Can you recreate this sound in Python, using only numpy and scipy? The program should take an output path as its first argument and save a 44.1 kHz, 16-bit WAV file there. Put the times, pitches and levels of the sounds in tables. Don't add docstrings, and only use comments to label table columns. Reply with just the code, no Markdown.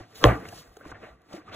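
import sys
import numpy as np
from scipy import signal
from scipy.fft import rfft, irfft
from scipy.io import wavfile
from scipy.ndimage import uniform_filter1d, minimum_filter1d

SR = 44100
rng = np.random.default_rng(int(sys.argv[2]) if len(sys.argv) > 2 else 0)


def dump(signal):
    limited = np.clip(np.atleast_2d(signal).T, -1, 1)
    pcm = np.round(limited * 32767).astype(np.int16)
    wavfile.write(sys.argv[1], SR, pcm)


def how_loud(loudness_db):
    steps = np.asarray(loudness_db, float) / 20
    return 10 ** steps


N = 68355


def in_time(rows):
    return np.interp(np.arange(N) / SR, *np.transpose(rows))


def at_hz(points, hz):
    f, v = np.transpose(points)
    return np.interp(np.log(hz), np.log(f), v, left=v[0], right=v[-1])


def rms_one(x):
    return x / np.sqrt(np.mean(x ** 2) + 1e-20)


def white():
    return rng.standard_normal(N)


def drift(rate_hz):
    r = np.exp(-2 * np.pi * rate_hz / SR)
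    wander = signal.lfilter([1], [1, -2 * r, r * r], rng.standard_normal(N + SR))
    return rms_one(wander[SR:])


def ring(push, hz, t60):
    r = how_loud(-60 / (t60 * SR))
    w = 2 * np.pi * hz / SR
    return signal.lfilter([0, np.sin(w)], [1, -2 * r * np.cos(w), r * r], push + 1e-18)


def click_at(s, db):
    click = np.zeros(N)
    click[int(s * SR)] = how_loud(db)
    return click


def grit():
    grains_per_s, spread_db = 6800, 2
    sizes = how_loud(spread_db * np.minimum(rng.exponential(1, N), 5))
    hits = rng.random(N) < grains_per_s / SR
    return rms_one(white() * (0.15 + sizes * hits))


def bands(colour, patchy_db, source, t60=None):
    # f/Hz, likeness 0-1
    likeness = [(100, .99), (400, .9), (860, .6), (1600, .85), (4000, .93), (15000, .97)]
    tail_start_s, tail_rise_s = 0.2473, 0.0017
    age = np.maximum(np.arange(N) / SR - tail_start_s, 0)
    edges = 22 * 2 ** np.arange(0, 9.6, .5)
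    together = drift(9)
    draws = np.array([[source() for _ in range(3)] for _ in range(2)])
    out = 0
    for k, (low, high) in enumerate(zip(edges, edges[1:])):
        hz = np.sqrt(low * high)
        steep = -18 * abs(np.log2(hz / np.clip(hz, colour[0][0], colour[-1][0])))
        flicker = patchy_db * (.7 * together + drift(22))
        gain = how_loud(at_hz(colour, hz) + steep + flicker)
        if t60:
            gain = gain * how_loud(-60 * age / at_hz(t60, hz)) * (1 - np.exp(-age / tail_rise_s))
        band = signal.butter(2, [low, high], "band", fs=SR, output="sos")
        shared, *own = signal.sosfilt(band, draws[k % 2])
        alike = np.clip(at_hz(likeness, hz), 0, 1)
        out = out + gain * (np.sqrt(alike) * shared + np.sqrt(1 - alike) * np.array(own))
    if t60:
        return out / np.sqrt(np.max(uniform_filter1d(out[0] ** 2, size=900)))
    return rms_one(out)


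def tray(x):
    # f/Hz, level/dB, t60/s
    tray_modes = [(335, -1, 0.01), (450, 4, 0.035), (662, 4, 0.024), (745, 5, 0.03), (1189.5, 2.5, 0.039),
                  (1300, -5, 0.0097), (1600, -18, 0.09), (1855, -7.5, 0.06), (2710, -21.5, 0.048),
                  (3390, -14.5, 0.045), (4660, -4, 0.045)]
    direct_db = -4
    resonant = 0
    for k, (hz, db, t60) in enumerate(tray_modes):
        build_up = t60 * SR / np.log(1000) / 2
        resonant = resonant + how_loud(db) * ring(x, hz, t60) / build_up * (-1) ** k
    return rms_one(how_loud(direct_db) * x + 1.5 * resonant)


def room_floor():
    noise = signal.lfilter([1], [1, -.93], rng.standard_normal((2, N)))
    return how_loud(-82.5) * rms_one(noise)


def chatter(rows):
    out, t = np.zeros(N), np.arange(N) / SR
    for s, db, hz, chatter_s, cycles in rows:
        age = np.maximum(t - s, 0) / chatter_s
        swell = np.clip(age * np.exp(1 - 2 * age), 0, 1) * (age < 3)
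        hits = rng.random(N) < (4000 + hz) / SR
        clicks = white() * hits * swell
        tone = ring(ring(clicks, hz, cycles / hz), hz, 2.9 / hz)
        out += how_loud(db) * tone / np.abs(tone).max()
    return out


def thuds():
    # t/s, level/dB, f/Hz, push/s
    weight_shifts = [(0, -38.5, 118, 0.014), (.17, -51, 93, 0.013), (0.469, -47, 98, 0.0096),
                     (0.671, -52, 58.1, 0.023), (0.866, -48, 60.9, 0.025), (0.919, -45, 117, .02),
                     (.96, -58, 50.5, 0.02), (1.097, -50, 59.4, 0.011), (1.474, -46, 108, 0.025),
                     (1.51, -52, 121, 0.025), (.54, -55, 57.6, 0.0099)]
    return chatter([(*row, 12) for row in weight_shifts])


def taps():
    # t/s, level/dB, f/Hz, chatter/s, ring/cycles
    small_taps = [(0, -36.5, 450, 0.0071, 2.3), (0.224, -20, 420, 0.017, 4.5),
                  (0.429, -41.5, 430, 0.006, 12), (.452, -30.5, 1900, 0.0033, 1.3),
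                  (0.483, -39, 2710, 0.0057, 22), (.486, -49, 6400, .006, 1.2),
                  (.525, -34, 704, 0.0041, 10), (0.535, -38.5, 800, 0.0021, 13),
                  (0.769, -43, 6500, 0.00224, 6), (0.808, -41, 1600, 0.0058, 28),
                  (0.849, -39.5, 1284, 0.0089, 1.8), (0.852, -36.5, 307.5, 0.015, 4),
                  (0.915, -33, 1300, 0.0073, 1.7), (0.941, -40, 1850, 0.019, 9.3),
                  (1.065, -43.5, 680, 0.0175, 6.5), (1.329, -37, 4970, 0.0055, 0.84),
                  (1.36, -46, 2050, 0.013, 9.1), (1.522, -34.5, 3510, 0.044, 2.3)]
    return chatter(small_taps)


def rings():
    # t/s, level/dB, f/Hz, swell t60/s, t60/s
    soft_contacts = [(.262, -18, 450, 0.043, 0.06), (.27, -35.5, 296.3, 0.12, .3),
                     (.35, -35, 291.7, 0.064, 0.074), (.36, -37.5, 450, 0.085, 0.085),
                     (.34, -49, 830, 0.14, 0.14), (.325, -43, 1069, 0.05, .08),
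                     (.524, -46, 1680, .01, 0.025), (.768, -48, 1440, 0.0045, .012),
                     (.769, -41.5, 431.5, 0.01, 0.048), (.81, -45.5, 551, 0.016, 0.025),
                     (.859, -42.5, 295, 0.025, 0.033), (.917, -45.5, 535, 0.012, .03),
                     (1.03, -46.5, 633, 0.028, 0.066), (1.337, -40, 200, 0.034, .05),
                     (1.339, -34.5, 342, 0.028, .05), (1.339, -35.5, 590, .015, 0.014),
                     (1.485, -46.5, 420, 0.025, 0.048), (.252, -29, 1170, 0.036, 0.08),
                     (.255, -32, 826, 0.043, .1), (.769, -44, 740, .006, .02),
                     (1.375, -40, 310, 0.035, 0.095), (1.475, -45, 1235, 0.035, 0.041)]
    out = np.zeros(N)
    for s, db, hz, swell, t60 in soft_contacts:
        tone = ring(ring(click_at(s, 0), hz, swell), hz, t60)
        out += how_loud(db) * tone / np.abs(tone).max()
    return out


def ticks():
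    # t/s, level/dB, low edge f/Hz, length/s
    grit_ticks = [
        (.7675, -43, 1505, 0.0017),
        (.852, -52, 4000, .0015),
        (.9064, -70, 3000, 0.0024),
        (1.218, -59.5, 2500, 0.0024),
        (1.3294, -54, 3010, .002),
        (.4868, -36, 4970, 0.0036),
        (1.545, -47, 3000, 0.002),
    ]
    out, t = np.zeros(N), np.arange(N) / SR
    for s, db, low_hz, length in grit_ticks:
        burst = white() * (t > s) * np.exp(-np.maximum(t - s, 0) / length)
        out += how_loud(db) * signal.lfilter(*signal.butter(1, [low_hz, 9000], "band", fs=SR), burst)
    return out


def knock():
    # t/s, level/dB, upper limit f/Hz (a harder contact is brighter)
    contacts = [
        (.2285, -33.5, 1467),
        (.2394, 3, 9000),
        (.2558, -14.5, 3000),
        (.2725, -25, 2500),
        (.289, -27, 2500),
        (.306, -26.5, 2000),
    ]
    # f/Hz, level/dB, t60/s
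    wall_modes = [(329.3, -8, 0.033), (575, -12.5, 0.037), (1068, -7, 0.025), (1752, -5.5, 0.0079),
                  (3244, -4, 0.006), (5120, -7.5, 0.0016), (5975, -10.5, 0.0036), (8900, -42.5, 0.002)]
    # f/Hz, level/dB, t60/s
    table_modes = [(61.5, -15.5, 0.18), (115.2, -12, 0.19), (215, -31, 0.2), (266, -34.5, 0.2),
                   (291, -33, 0.11), (420, -27, .15), (454, -19, 0.084), (477, -30.5, 0.09),
                   (551, -26, 0.074), (752, -28.5, 0.12), (885.5, -48, .15), (1040, -26, 0.17)]
    # f/Hz, density/(dB per Hz)
    tail_colour = [(200, -4), (350, 2), (1000, -4.5), (2000, -7), (3500, -19), (8000, -27.5), (15000, -31)]
    # f/Hz, t60/s
    tail_t60 = [(150, 0.6), (500, 0.2), (1500, 0.4), (4000, 0.099), (15000, 0.25)]
    tail_db, table_lag_s, low_cut_hz = -8.5, .008, 36
    spread_s = .0022

    push = np.zeros(N)
    for s, db, cut_hz in contacts:
        push += signal.lfilter(*signal.butter(2, cut_hz, fs=SR), click_at(s, db))
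    late_push = np.roll(push, int(table_lag_s * SR))
    body = np.zeros(N)
    for k, (hz, db, t60) in enumerate(wall_modes):
        body += how_loud(db) * ring(push, hz, t60) * (-1) ** k
    for hz, db, t60 in table_modes:
        body -= how_loud(db) * ring(late_push, hz, t60)
    body = signal.sosfilt(signal.butter(4, low_cut_hz, "high", fs=SR, output="sos"), body)

    hz = np.fft.rfftfreq(N, 1 / SR)
    spread = np.exp(-4j * np.pi * spread_s * np.sqrt(1000 * hz))
    tail = tray(bands(tail_colour, 3, grit, tail_t60))
    return irfft(rfft(body) * spread, N) + how_loud(tail_db) * tail / np.abs(tail).max()


def hands():
    # t/s, level/dB
    press_curve = [(0, -46), (.07, -59), (.2, -52.5), (.232, -31.5), (.3, -43), (.6, -50), (.735, -63.5),
                   (.83, -54), (.86, -49.5), (.99, -55), (1.04, -47), (1.17, -65), (1.255, -63),
                   (1.35, -44.5), (1.44, -57.5), (1.49, -45.5), (1.51, -48), (1.55, -39.5)]
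    # t/s, level/dB
    slide_curve = [(0, -66.5), (.06, -77), (.145, -70), (.158, -57.5), (.3, -61.5), (.42, -69.5),
                   (.59, -55), (.65, -73), (.845, -82.5), (.855, -70.5), (.915, -61), (.935, -91),
                   (1.04, -74.5), (1.2, -92.5), (1.36, -60.5), (1.42, -82.5), (1.51, -85), (1.55, -55)]
    # t/s, level above the air edge/dB
    air_curve = [(0, -12), (.2, 5), (.62, 0.5), (.8, 11), (.9, -11.5), (1.1, 3), (1.36, -4), (1.55, -3)]
    # f/Hz, density/(dB per Hz)
    press_colour = [(150, -21.5), (350, -0.5), (700, -7), (1300, -2), (2200, -9), (3500, -17.5),
                    (6000, -27), (12000, -41.5)]
    slide_colour = [(1500, -9), (3000, 1), (4500, 5.5), (6500, -0.5), (8500, -6), (11000, -4), (15500, -8)]
    rumble_colour = [(25, -12.5), (55, -22), (80, -3), (115, -1.5), (170, -7.5), (300, -7)]
    rumble_base_db, rumble_follows, slide_db, air_edge_hz = -58.5, 0.67, 7.5, 10000

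    press_db = in_time(press_curve)
    crunch = tray(bands(press_colour, 2.2, grit))
    hiss = bands(slide_colour, 1.2, grit)
    air = signal.sosfiltfilt(signal.butter(2, air_edge_hz, "high", fs=SR, output="sos"), hiss)
    hiss = hiss + (how_loud(in_time(air_curve)) - 1) * air
    rumble = bands(rumble_colour, 1.3, white)
    rumble_db = rumble_base_db + rumble_follows * (press_db - press_db.mean())
    return how_loud(press_db) * crunch + how_loud(in_time(slide_curve) + slide_db) * hiss + how_loud(rumble_db) * rumble


def scene():
    return room_floor() + thuds() + taps() + rings() + ticks() + knock() + hands()


def top_cut(x, top_hz):
    return signal.sosfilt(signal.cheby2(14, 45, top_hz, fs=SR, output="sos"), x)


def low_pass(x):
    return signal.sosfilt(signal.butter(12, 16990, fs=SR, output="sos"), x)


def record(dry):
    # f/Hz, left leads by/rad
    port_lead = [(100, -.05), (860, -.9), (1550, -.2), (2240, .9), (3700, 1.4), (4950, 3.14), (9100, 9.42),
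                 (15400, 18.85)]
    sudden_times = [.768, .885, 1.33, 1.55]
    drop_share, drop_db, drop_from_hz, drop_swing = .14, -50, 4200, .7
    sharp_db, cutoff_hz = -14, 15800

    hz = np.fft.rfftfreq(N, 1 / SR)
    half_turn = .5j * np.interp(hz, *np.transpose(port_lead)) * [[1], [-1]]
    left, right = irfft(rfft(dry) * np.exp(half_turn), N)

    hz, t, pair = signal.stft(np.array([left + right, left - right]) / 2, SR, nperseg=2048)
    share = np.cos(np.interp(hz, *np.transpose(port_lead)) / 2)[:, None] ** 2
    wander = uniform_filter1d(rng.standard_normal((9, len(t))), size=3)
    swing = 1.7 * wander[(hz // 2500).astype(int)]
    limit = drop_share * (hz[:, None] / 9000) * np.exp(drop_swing * swing) * (hz[:, None] > drop_from_hz)
    weak = [share < limit, 1 - share < limit]
    mid, side = signal.istft(pair * np.where(weak, how_loud(drop_db), 1), SR)[1][:, :N]

    crack = np.abs(np.gradient(dry[0])) > how_loud(sharp_db)
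    near = np.abs(np.arange(N) / SR - np.c_[sudden_times]).min(axis=0) < .006
    sharp = 1. - minimum_filter1d(1. - (crack | near), size=300)
    sharp = uniform_filter1d(sharp, size=100)
    steady_part = top_cut((1 - sharp) * [mid + side, mid - side], cutoff_hz + 200)
    sharp_part = top_cut(sharp * [left, right], cutoff_hz + 900)
    return low_pass(np.clip(steady_part + sharp_part, -.99, .99))


dry = scene()
out = record(dry)
dump(out)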